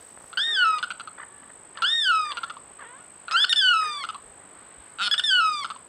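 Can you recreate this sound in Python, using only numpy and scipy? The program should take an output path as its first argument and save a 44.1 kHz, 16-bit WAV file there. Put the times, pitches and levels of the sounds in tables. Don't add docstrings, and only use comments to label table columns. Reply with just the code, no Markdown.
import sys
import numpy as np
from scipy import signal
from scipy.fft import rfft, irfft
from scipy.io import wavfile
from scipy.ndimage import uniform_filter1d

SR = 44100
rng = np.random.default_rng(int(sys.argv[2]) if len(sys.argv) > 2 else 0)


def to_wav(sig):
    pcm = np.clip(np.atleast_2d(sig), -1, 1) * 32767
    pcm = np.round(pcm).astype(np.int16)
    wavfile.write(sys.argv[1], SR, pcm.T)


def ratio(d):
    e = np.asarray(d, float) / 20
    return 10 ** e


N = 259308
TIME = np.arange(N) / SR

OVERTONES = [0.5, 6, -9, -14.5, -15.5, -22, -22.5, -26, -26, -28]
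# pitch_hz, level_db
WINDPIPE = [(900, -46), (1050, -39), (1200, -33), (1380, -18), (1520, -23), (1750, -39.5), (1900, -32.5),
            (2300, -55.5), (2600, -43.5), (2950, -31), (3150, -38), (3400, -32.5), (3750, -36.5),
            (4000, -38)]
# pitch_hz,
# level_db
TREBLE = [(4300, -31), (4700, -31.5), (5200, -34), (5700, -53), (5950, -46.5), (6300, -48.5), (6700, -48),
          (7500, -44), (9000, -46), (11000, -59), (13000, -66.5), (15000, -88), (20000, -120)]
# top_s, first_jump_s, second_jump_s, end_s, sag_hz_per_s (slow fall after the second jump)
CRIES = [
    (.485, .559, .644, .80, 670),
    (1.96, 2.046, 2.115, 2.318, 770),
    (3.51, 3.608, 3.734, 4.036, 700),
    (5.19, 5.295, 5.404, 5.64, 820),
]
# time_s, pitch_hz
CLIMBS = [
    [(.372, 1500), (.399, 1626), (.41, 1732), (.426, 1784), (.457, 1844)],
    [(1.822, 1300), (1.847, 1442), (1.852, 1534), (1.881, 1732), (1.906, 1808), (1.931, 1846)],
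    [(3.31, 1270), (3.361, 1386), (3.37, 1524), (3.392, 1596), (3.412, 1706), (3.442, 1758)],
    [],
]
# top_db, first_jump_db, second_jump_db, swell_db, end_db
EFFORT = [(1, 0.0082, 2.5, 4.7, -3.5), (2, 0, 0, 3.6, -1.5), (1, 0, 0, 2.1, -3.5), (-13, 0, -1, 3.2, -0.5)]
# top_db, first_jump_db, second_jump_db, end_db
BRIGHT = [(1.5, 2.9, -.5, 0.4), (3, 4.7, 1.5, 0.44), (5.5, 6.5, 3, 2.9), (6, 6.3, 2.5, 2.3)]
# drop_hz, length_s
DROOP = [(60, .01), (60, .006), (95, .016), (95, .018)]
# cry_number, start_s, end_s
BREATHS = [(0, .372, .80), (1, 1.822, 2.318), (2, 3.31, 3.442), (2, 3.559, 4.036), (3, 5.237, 5.64)]
ONSET_DB = [-3, -14, -10, 1.5, 9.5]
# start_s, effort_db, bright_db (per octave)
HICCUPS = [(3.443, 0, 7), (3.528, -0.5, 6.5), (5.142, -5, 4), (5.195, -3.5, 7.5)]
# start_s, end_s, first_pitch_hz, last_pitch_hz, effort_db
YELPS = [(3.494, 3.529, 1879, 1806, 1.5), (5.112, 5.143, 1683, 1717, 1.5), (5.179, 5.198, 1832, 1825, 0)]
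# start_s, peak_db, lowest_resonance_hz, upper_resonances_db
CLUCKS = [(0.3294, -31, 1380, -6.5), (0.376, -20.5, 1474, -9.5), (0.7846, -32.5, 1285, 7),
          (0.8276, -20.5, 1437, -5.5), (0.904, -23, 1412, -3), (0.998, -24, 1380, -5.5),
          (1.074, -29, 1290, -8.5), (1.773, -32, 1370, -2.5), (1.8207, -20, 1400, -1),
          (2.3188, -31.5, 1140, 7.5), (2.3706, -22, 1410, -2), (2.4324, -22, 1350, -6),
          (2.498, -26, 1313, -6), (2.568, -31.5, 1120, -11), (3.2812, -26.5, 1410, -5),
          (3.3112, -21, 1340, -2), (3.443, -29.5, 1440, 0), (3.529, -29, 1480, 1),
          (4.0383, -23, 1330, -3.5), (4.0888, -24, 1290, -5), (4.1455, -28, 1150, -8.5),
          (5.141, -26, 1470, -3), (5.195, -27.5, 1490, -1.5), (5.645, -20, 1316, -6),
          (5.7017, -23, 1250, -7), (5.761, -34, 1020, -8)]
# time_s, flaps_hz, level_db, upper_resonances_db
RATTLE = [(4.986, 164, -30.5, -6), (5.01, 190, -18.5, -6.5), (5.03, 207, -26.5, 9), (5.07, 200, -28.5, 9),
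          (5.078, 260, -19.5, -1.5), (5.086, 160, -30, -12)]
# pitch_hz, width_hz, level_db
CLUCK_BEAK = [(2120, 1040, -9), (2885, 430, -5), (3490, 550, -4.5), (4310, 450, -10.5), (4876, 180, -20.5),
              (6200, 1000, -19.5), (8160, 870, -16.5), (9800, 2200, -26)]
# pitch_hz, width_hz, level_db
WIDE_BEAK = [(2340, 360, -11.5), (2830, 300, -4), (3300, 580, 1.5), (4150, 330, -2), (4900, 400, -8),
             (6700, 1200, -22), (8350, 990, -10), (9700, 1200, -28)]
# pitch_hz, level_db
HEN_THROAT = [(300, 0), (450, -9), (700, -13), (1100, 2.5), (1400, -7.5), (1750, 2), (2250, -15.5),
              (2700, -16.5), (3300, -17), (4000, -29), (6000, -30)]
# start_s, level_db, lowest_pitch_hz, length_s, last_pitch_hz
HEN_CALLS = [(1.75, -46, 475.5, 0.18, 584), (2.284, -46.5, 480, 0.26, 717), (2.786, -45, 450, .23, 671),
             (3.297, -44.5, 432, .185, 606), (3.806, -44.5, 430, 0.21, 610)]
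# start_s, length_s, first_pitch_hz, last_pitch_hz, level_db
HEN_HUMS = [(.47, .35, 396, 503, -49), (1.29, 0.2, 566, 579.5, -62), (2.25, 0.024, 900, 887, -46),
            (2.97, .09, 719, 715, -52.5)]
# start_s, length_s, first_pitch_hz, last_pitch_hz, level_db
HEN_BARKS = [(1.178, 0.067, 565, 603, -45), (1.425, 0.016, 587, 610, -52), (1.495, .017, 610, 580, -52)]
# share_of_stroke, pitch_hz, level_db
STROKE = [(0, 8100, -37), (.04, 7750, 0), (.3, 8450, 2), (0.548, 8095, 1), (0.621, 7860, -8.5),
          (.88, 7270, -13.5), (1, 7200, -27)]
# start_s, peak_db, pitch_hz
TICKS = [(0.151, -39, 891), (0.175, -29.5, 1410), (0.193, -41, 886), (0.21, -35, 1250), (0.242, -32, 1250),
         (1.69, -47, 713), (2.709, -38, 870), (3.08, -45, 659), (3.127, -55, 1175)]
# start_s, peak_db, pitch_hz
THUMPS = [(4.245, -49, 44.6), (4.291, -50, 60.3), (4.776, -46.5, 70), (4.795, -47, 79.3)]
# pitch_hz, level_db (per Hz)
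MARSH = [(20, -8), (50, 0), (200, 2), (600, 3.5), (1200, 3), (2000, -3), (3000, -8), (4500, -15),
         (5400, -19), (5750, -28), (6300, -21), (8000, -8), (10000, -20), (15500, -40)]


def read(table, hz):
    table_hz, table_db = np.transpose(table)
    return np.interp(np.log(hz), np.log(table_hz), table_db)


def play(rows, fade_s):
    s, *columns = np.transpose(rows)
    span = slice(int(s[0] * SR), int(s[-1] * SR))
    t = TIME[span]
    gate = np.clip(np.minimum(t - s[0], s[-1] - t) / fade_s, 0, 1)
    return span, [np.interp(t, s, c) for c in columns], gate


def walk(rate_hz, size=N):
    hold = int(SR / rate_hz)
    steps = np.repeat(rng.standard_normal(size // hold + 1), hold)
    return 1.3 * uniform_filter1d(uniform_filter1d(steps, hold), hold)[:size]


def ring(x, hz, width):
    pole = np.exp((2j * np.pi * hz - np.pi * width) / SR)
    return signal.lfilter([1], [1, -pole], x).imag


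def soft_ring(x, hz, width):
    return ring(ring(x, hz, width), hz, width) * 2 * np.e * np.pi * width / SR


def scream():
    out = np.zeros(N)
    for (k, start, end), onset_db in zip(BREATHS, ONSET_DB):
        span, _, gate = play([(start,), (end,)], 0.0012)
        t = TIME[span]
        hz, effort_db, bright_db = cry(k, t)
        onset = onset_db * np.exp((start - t) / 0.021)
        release = 2 * np.exp((t - end) / 0.011)
        unsteady_s = 0.028 if start < CRIES[k][0] else 0.007
        out[span] += sing(span, hz, effort_db + onset + release, bright_db, gate, unsteady_s)
    notes = []
    bright_db, choke_s, choke_hz, choke_db = 6.5, 0.0049, 180, 5
    for s, end, hz, last_hz, db in YELPS:
        choke = (end, last_hz - choke_hz, db + choke_db, bright_db)
        notes.append([(s, hz, db, bright_db), (end - choke_s, last_hz, db, bright_db), choke])
    for s, db, tilt in HICCUPS:
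        notes.append([(s, 1520, db, tilt), (s + 0.0056, 1460, db, tilt), (s + 0.0083, 1760, db + 2.5, tilt)])
    for rows in notes:
        span, controls, gate = play(rows, 0.0007)
        out[span] += sing(span, *controls, gate, 0.007)
    return out


def cry(k, t):
    top, first, second, end, sag = CRIES[k]
    top_hz, high_end_hz, middle_hz, middle_end_hz, low_hz = 1858, 1672, 1552, 1415, 1326
    fall_hz = top_hz - high_end_hz
    first_jump_s, second_jump_s = 0.015, 0.009
    path = CLIMBS[k] + [(top, top_hz), (first, top_hz),
                        (first + first_jump_s, middle_hz + fall_hz),
                        (second - second_jump_s / 2, middle_end_hz + fall_hz),
                        (second + second_jump_s / 2, low_hz + fall_hz)]
    hz = np.interp(t, *np.transpose(path))
    hz = hz - fall_hz * np.clip((t - top) / (first - top), 0, 1) ** 2
    drop_hz, drop_s = DROOP[k]
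    hz = hz - sag * np.maximum(t - second, 0) - drop_hz * np.exp((t - end) / drop_s)
    effort_db = np.interp(t, [top, first, second, second + 0.037, end], EFFORT[k])
    return hz, effort_db, np.interp(t, [top, first, second, end], BRIGHT[k])


def sing(span, hz, effort_db, bright_db, gate, unsteady_s):
    hz, effort_db, bright_db = uniform_filter1d([hz, effort_db, bright_db], size=180)
    start = np.exp(-(TIME[span] - TIME[span.start]) / unsteady_s)
    hz = hz * (1 - 0.0188 * start + (0.0013 + 0.023 * start) * walk(300, size=len(hz)))
    phase = 2 * np.pi * np.cumsum(hz) / SR
    out = 0
    for k, db in enumerate(OVERTONES, 1):
        flutter_db = (0.48 + 0.7 * k) * walk(110, size=len(hz))
        hoarse = 1 + min(k, 4) * (0.012 + 0.22 * start) * walk(900, size=len(hz))
        level_db = effort_db + db + bright_db * np.log2(k) + read(WINDPIPE + TREBLE, k * hz) + flutter_db
        out = out + hoarse * ratio(uniform_filter1d(level_db, size=90)) * np.sin(k * phase + k * k)
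    return np.sqrt(2) * gate * out


def clucks():
    out = np.zeros(N + SR)
    t = np.arange(SR // 16) / SR
    for s, db, hz, upper_db in CLUCKS:
        fade = np.exp(-t / (0.023 * ratio(db + 21)))
        clicks = flaps(np.full(len(t), 200), 0.2) * (t < 0.016) * fade
        modes = np.array(CLUCK_BEAK) + [0, 0, 2.5] * rng.standard_normal((len(CLUCK_BEAK), 1))
        shift = 1 + 0.03 * rng.standard_normal()
        i = int(s * SR)
        out[i:i + len(t)] += ratio(db) * throat(clicks, hz, upper_db, modes, shift, 0.07)
    span, (rate, db, upper_db), _ = play(RATTLE, 0.001)
    opening = np.linspace(0, 1, len(rate))
    clicks = flaps(rate, 0.01) * ratio(db)
    room = (0, SR // 20)
    for share, shift in ((1 - opening, 0.92), (opening, 1.05)):
        part = np.pad(clicks * share, room)
        sound = throat(part, 1403, np.pad(upper_db, room), WIDE_BEAK, shift, 0.025)
        out[span.start:span.start + len(part)] += sound
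    return out[:N]


def flaps(rate, jitter):
    turns = np.floor(np.cumsum(rate * (1 + jitter * walk(150, size=len(rate)))) / SR)
    clicks = np.diff(turns, prepend=-1)
    return clicks * ratio(0.53 * rng.standard_normal(len(rate)))


def throat(clicks, low_hz, upper_db, modes, shift, rasp_share):
    rasp = signal.lfilter([1], [1, -0.993], clicks) * rng.standard_normal(len(clicks)) * rasp_share
    push = clicks + rasp
    body = soft_ring(push, low_hz, 203) + 0.088 * soft_ring(clicks, 1050, 320)
    for k, (hz, width, db) in enumerate(modes):
        body = body + (-1) ** k * ratio(db) * soft_ring(push * ratio(upper_db), hz * shift, width)
    no_bass = signal.butter(2, 800, "high", fs=SR, output="sos")
    return signal.sosfilt(no_bass, body) + 0.013 * soft_ring(clicks, 212, 60)


def hen():
    out = np.zeros(N)
    for rows in hen_notes():
        span, (hz, db, chop), gate = play(rows, 0.0027)
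        size = len(hz)
        wobble = (0.0073 + 0.013 * chop) * walk(151.3, size=size)
        phase = 2 * np.pi * np.cumsum(hz * (1 + wobble)) / SR
        beat = 0.5 + 0.5 * np.cos(2 * np.pi * 62 * (TIME[span] - rows[0][0]))
        flutter = 1 - np.clip(chop, 0, 1) * beat
        voice = 0
        for k in range(1, 9):
            level = ratio(read(HEN_THROAT, k * hz) + 2.03 * walk(56.8, size=size))
            hoarse = 1 + 1.15 * (0.17 + chop) * walk(700, size=size)
            voice = voice + level * hoarse * np.sin(k * phase)
        out[span] += np.sqrt(2) * gate * flutter * ratio(db) * voice
    return out


def hen_notes():
    notes = []
    start_hz, fade_db, hum_chop, bark_chop = 608.6, -9, 0.34, 0.93
    for s, db, low_hz, length, last_hz in HEN_CALLS:
        notes.append([(s, start_hz, db - 5, 0.5),
                      (s + 0.018, start_hz, db + 3, bark_chop),
                      (s + 0.068, low_hz, db - 2, 0.15),
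                      (s + 0.75 * length, 1.18 * low_hz, db + fade_db, 0.1),
                      (s + length, last_hz, db + fade_db, 0.05)])
    for table, chop in ((HEN_HUMS, hum_chop), (HEN_BARKS, bark_chop)):
        for s, length, hz, last_hz, db in table:
            notes.append([(s, hz, db, chop), (s + length, last_hz, db, chop)])
    return notes


def bank(x):
    t = TIME[:SR // 2]
    tail = ratio(-43.5) * np.exp(-np.log(1000) * t / 0.35) * (t > 0.004)
    slap = ratio(-41) * np.exp(-0.5 * ((t - 0.04) / 0.0014) ** 2)
    echo = signal.lfilter([0.7], [1, -0.3], rng.standard_normal(len(t)) * (tail + slap))
    return signal.fftconvolve(x, echo)[:N]


def cricket():
    share, hz, db = np.transpose(STROKE)
    strokes_hz = 51.75
    turn = ((TIME - 0.0046) * strokes_hz + 0.02 * walk(1.5) + 0.006 * walk(40)) % 1
    pitch_hz = np.interp(turn, share, hz) * (1 + 0.0052 * walk(320))
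    level_db = np.interp(turn, share, db) + 1.3 * walk(300) + 0.28 * walk(0.91)
    tone = ratio(level_db) * np.sin(2 * np.pi * np.cumsum(pitch_hz) / SR)
    t = TIME[:SR // 20]
    stems = ratio(-28) * rng.standard_normal(len(t)) * np.exp(-t / 0.006)
    stems[0] = 1
    return ratio(-47.5) * signal.fftconvolve(tone, stems)[:N]


def rustle():
    treble = signal.butter(2, [2500, 11000], "band", fs=SR, output="sos")
    hiss = signal.sosfilt(treble, rng.standard_normal(N))
    return ratio(-59.5 + 2 * walk(39)) * hiss * np.interp(TIME, [0, 0.25, 0.6], [1, 0.7, 0])


def ticks_and_knocks():
    out = np.zeros(N)
    for s, db, hz in TICKS + THUMPS:
        click = ratio(db) * (TIME[:SR // 10] == 0)
        i = int(s * SR)
        out[i:i + len(click)] += soft_ring(click, hz, hz)
    return out


def marsh():
    freq = np.fft.rfftfreq(N, 1 / SR) + 1
    clicks = (rng.random(N) < 150 / SR) * ratio(0.5 + 2.2 * rng.standard_normal(N))
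    crackle = soft_ring(clicks, 1240, 1400)
    crackle = crackle + 0.46 * soft_ring(np.roll(crackle, SR) * 0 + np.roll(clicks, SR), 570, 620)
    hum, swell = 0, walk(0.51)
    for hz in 20 * 2 ** np.arange(0, 10, 0.5):
        shape = np.sqrt(np.clip(1 - 2 * np.abs(np.log2(freq / hz)), 0, 1))
        noise = irfft(rfft(rng.standard_normal(N)) * shape * ratio(read(MARSH, freq)), N)
        hum = hum + noise * ratio(0.5 * swell + 1.5 * walk(9))
    return ratio(-53.5) * (hum / hum.std() + 1.06 * crackle)


def scene():
    birds = scream() + clucks() + hen()
    return (birds + bank(birds) + cricket() + rustle() + ticks_and_knocks() + marsh())[None]


def top_cut(x):
    return signal.sosfilt(signal.butter(12, 15690, fs=SR, output="sos"), x)


def record(dry):
    no_deep_bass = signal.butter(2, 45, "high", fs=SR, output="sos")
    mix = signal.sosfilt(no_deep_bass, dry)
    return top_cut(mix)


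dry = scene()
out = record(dry)
to_wav(out)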